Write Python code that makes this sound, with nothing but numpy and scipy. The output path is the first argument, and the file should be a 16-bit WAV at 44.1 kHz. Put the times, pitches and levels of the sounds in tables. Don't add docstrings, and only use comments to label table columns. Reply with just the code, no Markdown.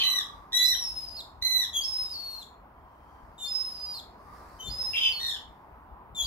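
import sys
import numpy as np
from scipy import signal
from scipy.fft import rfft, irfft, next_fast_len
from scipy.io import wavfile
from scipy.ndimage import uniform_filter1d, map_coordinates

SR = 44100
rng = np.random.default_rng(int(sys.argv[2]) if len(sys.argv) > 2 else 0)


def dump_mix(stems):
    frames = np.atleast_2d(stems).T
    limited = np.clip(frames, -1, 1)
    pcm = np.round(limited * 32767).astype(np.int16)
    wavfile.write(sys.argv[1], SR, pcm)


N = 276066


def amp(db):
    return 10 ** (np.asarray(db) / 20)


def unit(x):
    return x / np.sqrt(np.mean(x ** 2) + 1e-20)


def along(points, hz):
    f, v = np.transpose(points)
    return np.interp(np.log(hz + 1), np.log(f + 1), v)


def curves(rows):
    times, *columns = np.transpose(rows)
    return [np.interp(np.arange(N) / SR, times, column) for column in columns]


def wobble(rate, size=N):
    return map_coordinates(rng.standard_normal(size=1024), [np.arange(size) * rate / SR], mode="mirror")


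def filtered(x, response):
    size = next_fast_len(N + 8192)
    return irfft(rfft(x, size) * response(np.fft.rfftfreq(size, 1 / SR)), size)[..., :N]


def from_right(x, lag):
    return filtered(x, lambda hz: np.exp(np.array([[-1j], [1j]]) * np.pi * hz * lag))


def rush(spectrum, patchy_db):
    # f/Hz, correlation
    likeness = [(60, 0.99), (200, 0.99), (500, 0.52), (1000, 0.75), (2500, .25), (8000, 0.15)]
    bins = signal.stft(rng.standard_normal((2, N)), nperseg=512)[2]
    patches = uniform_filter1d(rng.standard_normal(bins.shape[1:]), size=5, axis=0)
    patches = uniform_filter1d(patches, size=16, axis=1)
    pair = signal.istft(bins * amp(patchy_db * unit(patches)), nperseg=512)[1][:, :N]

    def mid_side_gains(hz):
        width = np.arccos(np.clip(along(likeness, hz), -1, 1)) / 2
        return amp(along(spectrum, hz)) * [np.cos(width), np.sin(width)]

    mid, side = filtered(pair, mid_side_gains)
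    return unit(np.array([mid + side, mid - side]))


def traffic_and_wind():
    # f/Hz, level/dB
    road_spectrum = [(20, -27), (40, -7), (60, -3.5), (80, -5), (105, -15), (220, -14), (520, -17.5),
                     (800, -10), (1000, -7.5), (1250, -15.5), (1600, -22.5), (3200, -40.5), (7000, -61),
                     (15000, -44)]
    # f/Hz, level/dB
    wind_spectrum = [(20, -27.5), (45, -4), (70, -3), (130, -14.5), (300, -22.5), (600, -23.5),
                     (1500, -56.5)]
    # t/s, relative wind level/dB, road level/dB
    levels = [(0, -73.5, -49), (.6, -59, -53.5), (2.4, -66, -53), (3.9, -60.5, -52), (4.4, -55, -51),
              (4.8, -52, -51.5), (5.2, -57.5, -52), (6.26, -59.5, -52.5)]
    wind_db, road_db = curves(levels)
    roads = amp(road_db + 0.33 * wobble(4.4)) * from_right(rush(road_spectrum, patchy_db=1), lag=-0.00016)
    wind = amp(wind_db + 1.5 + 1.7 * wobble(5.5)) * rush(wind_spectrum, patchy_db=5)
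    return roads + wind * amp([[3], [-3]])


def breeze():
    # f/Hz, level/dB
    rustle = [(900, -7.5), (1200, -4.5), (2000, -9.5), (3000, -30), (4700, -16), (7500, -28),
              (11500, -24.5), (15500, -33)]
    # t/s, relative level/dB
    gusts = [(0, -50), (.5, -67.5), (2.6, -80), (3.1, -66.5), (4.1, -72.5), (4.35, -54.5), (4.9, -58.5),
             (5.6, -71.5), (6.26, -87)]
    return amp(curves(gusts)[0] - 1) * rush(rustle, patchy_db=2)


def garden(x, walls_db, tail_db, mean_delay_s, build_s=0.011, echoes=60):
    # f/Hz, time to fall 60 dB/s
    decay_times = [(500, .6), (2000, 0.41), (4000, 0.33), (8000, .36), (14000, .27)]
    size = SR * 3 // 4
    hz, t, bins = signal.stft(rng.standard_normal((2, size)), SR, nperseg=256)
    decay = amp(-60 * t / along(decay_times, hz)[:, None])
    tail = signal.istft(bins * decay * (1 - np.exp(-t / build_s)), SR, nperseg=256)[1]
    response = amp(tail_db) * tail / np.linalg.norm(tail[0])
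    for side in response:
        delays = np.minimum(rng.exponential(mean_delay_s, echoes) * SR + 1, size - 1).astype(int)
        side[delays] += amp(walls_db) * rng.choice([-1, 1], echoes) / np.sqrt(echoes)
    return signal.fftconvolve(np.atleast_2d(x), response, axes=1)[:, :N]


def note(start, end, edge_s=0.0038):
    at = np.arange(max(0, int((start - edge_s) * SR)), min(N, int((end + edge_s) * SR)))
    t = at / SR
    gate = np.clip(np.minimum(t - start, end - t) / edge_s + 1, 0, 1)
    return at, np.clip(t, start, end), np.sin(gate * np.pi / 2) ** 2


def swell(row, rise_db, fall_db, bend=1.1, settle=1.8):
    start, peak, end, first_hz, last_hz, db = row
    at, t, gate = note(start, end)
    before, after = np.interp(t, [start, peak], [1, 0]), np.interp(t, [peak, end], [0, 1])
    hz = last_hz + (first_hz - last_hz) * ((end - t) / (end - start)) ** settle
    return at, hz, gate * amp(db - rise_db * before ** bend - fall_db * after ** bend)


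def syrinx(hz, harmonics_db, jitter, jitter_rate, shimmer):
    size = len(hz)
    phase = 2 * np.pi * np.cumsum(hz * (1 + jitter * wobble(jitter_rate, size))) / SR
    tone = sum(amp(db) * np.sin(k * phase) for k, db in enumerate(harmonics_db, 1))
    return tone * (1 + shimmer * wobble(jitter_rate / 2, size)) * np.sqrt(2 / (1 + shimmer ** 2))


def breath(strength):
    # f/Hz, level/dB
    spectrum = [(1200, -21.5), (2450, -15), (2730, -5), (3050, -9), (3400, -12), (3700, 2.5), (4100, -5),
                (5700, -4.5), (7000, -13), (10500, -6), (12300, -9), (15500, -13)]
    return strength * unit(filtered(rng.standard_normal(N), lambda hz: amp(along(spectrum, hz))))


def far_birds():
    # start t/s, peak t/s, end t/s, first f/Hz, last f/Hz, level/dB
    calls = [(0, .17, .48, 1134, 1160, -43.5), (1.054, 1.207, 1.4, 673, 670, -59),
             (2.751, 3.156, 3.4, 3190, 3120, -77), (4.22, 4.326, 4.55, 1170, 1190, -52)]
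    out = np.zeros((2, N))
    for row in calls:
        at, hz, gain = swell(row, rise_db=9, fall_db=14)
        for side in out:
            side[at] += gain * syrinx(hz, [0], jitter=0.025, jitter_rate=300, shimmer=0.88)
    return out


def rasps(level_db=-2, breath_db=-24, flap_hz=310):
    # start t/s, peak t/s, end t/s, first f/Hz, last f/Hz, relative level/dB
    calls = [(-.02, .025, 0.076, 3260, 2994, -25.5), (-.02, 0, 0.043, 4550, 4130, -31),
             (4.935, 4.974, 4.995, 2740, 2700, -28.5), (4.959, 4.977, 5.02, 3265, 3225, -27.5),
             (5.012, 5.055, 5.097, 3097, 3042, -22), (5.062, 5.096, 5.1, 2760, 2540, -38)]
    voice, flow = np.zeros(N), np.zeros(N)
    for row in calls:
        at, hz, gain = swell(row, rise_db=6, fall_db=10)
        flap_rate = flap_hz * (1 + 0.37 * wobble(200, len(at)))
        flap = np.sin(2 * np.pi * np.cumsum(flap_rate) / SR)
        tone = syrinx(hz, [0, -26, -32], jitter=0.018, jitter_rate=1600, shimmer=0.35)
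        voice[at] += gain * unit(tone * (1 + 0.6 * flap))
        flow[at] += gain
    return amp(level_db) * voice + breath(amp(breath_db) * flow)


def yelp_shape(row, attack_s=0.011, release_s=0.017, scoop=0.06, drop=0.19):
    start, end, middle_hz, glide, db, held_rough = row
    at, t, gate = note(start, end)
    opening, closing = np.exp((start - t) / attack_s), np.exp((t - end) / release_s)
    held_hz = middle_hz + glide * (t - (start + end) / 2)
    hz = held_hz * (1 - scoop * opening - drop * closing)
    gain = gate * amp(db - 11.5 * opening - 13 * closing)
    rough = np.clip(held_rough + 1.4 * opening + 0.81 * closing, 0, 1)
    return at, hz, gain, rough


def yelps(level_db=-2, breath_db=-21, dulling_db=2):
    # start t/s, end t/s, middle f/Hz, glide/(Hz/s), relative level/dB, roughness 0-1
    calls = [(0.021, .218, 1985, -400, -26, 0.24), (0.524, 0.751, 1984, 340, -23, 0.09),
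             (1.418, 1.656, 2013, -360, -26, 0.16), (5.196, 5.37, 1850, -720, -33.5, 0.5)]
    harmonics = [-18, -0.5, -13.5, -19.5, -16.5, -17.5, -25.5]
    voice, flow = np.zeros(N), np.zeros(N)
    for row in calls:
        at, hz, gain, rough = yelp_shape(row)
        waver = 1 + 0.003 * wobble(220, len(at))
        dulled = [db - dulling_db * rough * max(k - 2, 0) for k, db in enumerate(harmonics, 1)]
        voice[at] += gain * syrinx(hz * waver, dulled, jitter=0.033 * rough, jitter_rate=700, shimmer=rough)
        flow[at] += gain * rough
    return amp(level_db) * voice + breath(amp(breath_db) * flow)


def squeaks(level_db=-2, breath_db=-24, settle_s=0.03):
    # start t/s, peak t/s, end t/s, first f/Hz, last f/Hz, relative level/dB
    calls = [(0.527, 0.596, .71, 3326, 3520, -31.5), (1.733, 1.769, 1.822, 3405, 3232, -22.5),
             (2.05, 2.057, 2.15, 3823, 3745, -50.5), (2.409, 2.431, 2.455, 3590, 3505, -49),
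             (3.382, 3.457, 3.495, 3657, 3572, -31.5), (3.384, 3.406, 3.43, 3040, 2988, -53.5),
             (3.741, 3.925, 3.96, 3670, 3690, -54.5), (4.592, 4.607, 4.66, 3093, 3055, -37.5),
             (4.626, 4.677, 4.71, 3640, 3540, -36), (6.151, 6.212, 6.257, 3660, 3270, -25.5)]
    harmonics = [-1.5, -9, -14, -16]
    voice, flow = np.zeros(N), np.zeros(N)
    for row in calls:
        at, hz, gain = swell(row, rise_db=18.5, fall_db=18.5)
        hoarse = np.exp(-(at - at[0]) / SR / settle_s)
        voice[at] += gain * syrinx(hz, harmonics, 0.004 + 0.012 * hoarse, jitter_rate=770, shimmer=0.16)
        flow[at] += gain
    return amp(level_db) * voice, amp(breath_db) * flow


def register_jump(t, jump_s=0.0014):
    return (1 + np.tanh(t / jump_s)) / 2


def whistle_shape(row, climb_hz_per_s=2300, sag_hz_per_s=960, lead_s=0.022, overshoot_s=0.095):
    start, crest, break_s, end, pitch_hz, overshoot_hz = row
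    at, t, gate = note(start, end)
    climb = climb_hz_per_s * np.maximum(crest - t, 0) ** 2 / (crest - start)
    sag = sag_hz_per_s * np.maximum(t - crest, 0)
    overshoot = overshoot_hz * np.exp(-np.abs((t - crest) / overshoot_s) ** 3)
    lead_in = 0.885 ** register_jump(start + lead_s - t)
    lower_register = 0.897 ** register_jump(t - break_s)
    droop = 1 - 0.22 * np.exp((t - end) / 0.012)
    return at, (pitch_hz - climb - sag + overshoot) * lead_in * lower_register * droop, gate


def whistles(level_db=-1, breath_db=-37, crack_jitter=0.023):
    # start t/s, crest t/s, downward break t/s, end t/s, f/Hz, overshoot at the crest/Hz
    calls = [(0.622, 0.768, 1.17, 1.209, 5318, 370), (1.816, 1.84, 2.136, 2.43, 5275, 1),
             (3.456, 3.579, 3.943, 4.0, 5194, 0.5), (4.68, 4.839, 5.126, 5.314, 5159, -1),
             (6.227, 6.337, 6.1, 6.7, 5300, -5)]
    # t/s, relative level/dB, left-right/dB
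    flutters = [
        [(0.64, -44.5, -1), (0.658, -36, 2.0), (0.792, -36, 0), (0.83, -35, -1), (0.89, -35.5, 2),
         (0.938, -49, 0), (0.974, -36.5, 4.5), (1.118, -50, 7), (1.18, -40, -2.5)],
        [(1.82, -41, 7), (1.852, -32, -3), (1.91, -38.5, 0.5), (1.946, -31.5, -3), (2.036, -34.5, 3),
         (2.084, -50, 2), (2.11, -39.5, 1.5), (2.346, -40.5, 5), (2.41, -47.5, 2)],
        [(3.46, -44, 2), (3.528, -33.5, -8.5), (3.624, -34, -7), (3.648, -44.5, -4), (3.66, -38, 1.5),
         (3.766, -46.5, 3), (3.832, -41.5, -4), (3.96, -40.5, 3), (3.98, -42.5, -1)],
        [(4.68, -46, 4), (4.72, -40.5, -5), (4.784, -40, 6), (4.822, -30, -12.5), (4.912, -38.5, 8.5),
         (5.0, -45.5, -1), (5.18, -36.5, -1), (5.324, -39, 9), (5.34, -54.5, -9)],
        [(6.228, -51, 20), (6.258, -36, 4)],
    ]
    harmonics = [0, -12.5, -17]
    voice, flow = np.zeros((2, N)), np.zeros(N)
    for row, flutter in zip(calls, flutters):
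        at, hz, gate = whistle_shape(row)
        flutter_db, balance_db = (curve[at] for curve in curves(flutter))
        gain = gate * amp(flutter_db)
        glide_hz_per_s = uniform_filter1d(np.abs(np.gradient(hz)) * SR, size=600)
        cracking = np.clip((glide_hz_per_s - 5000) / 12000, 0, 1)
        waver = 1 + 0.0013 * wobble(70, len(at))
        jitter = 0.0026 + crack_jitter * cracking
        tone = syrinx(hz * waver, harmonics, jitter, jitter_rate=500, shimmer=0.08)
        voice[:, at] += gain * tone * amp([balance_db / 2, -balance_db / 2])
        flow[at] += gain
    return amp(level_db) * voice, amp(breath_db) * np.sqrt(flow)


def young_gull():
    upper, upper_breath = whistles()
    lower, lower_breath = squeaks()
    return upper + lower + breath(upper_breath + lower_breath)


def scene():
    # f/Hz, level/dB
    left_mic = [(2000, 5), (4000, 1), (5300, 1), (7200, 6.5), (8700, -9.5), (10000, -3), (12000, 6.5),
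                (15000, -7)]
    # f/Hz, level/dB
    right_mic = [(2000, 4), (4000, 0.5), (5300, 3.5), (7200, -15.5), (8700, -20.5), (10000, -15.5),
                 (12000, -13), (15000, -34)]
    near, hidden = young_gull(), rasps() + yelps()
    echoes = garden(near, walls_db=-6, tail_db=-7, mean_delay_s=0.016)
    echoes += garden(hidden, walls_db=-2, tail_db=-6.5, mean_delay_s=0.018)
    direct = from_right(near, lag=0.00005) + from_right(hidden, lag=-0.0001)
    gulls = filtered(direct + echoes, lambda hz: amp([along(left_mic, hz), along(right_mic, hz)]))
    return gulls + far_birds() + traffic_and_wind() + breeze()


def record(dry):
    return filtered(dry, lambda hz: hz < 15700)


dry = scene()
out = record(dry)
dump_mix(out)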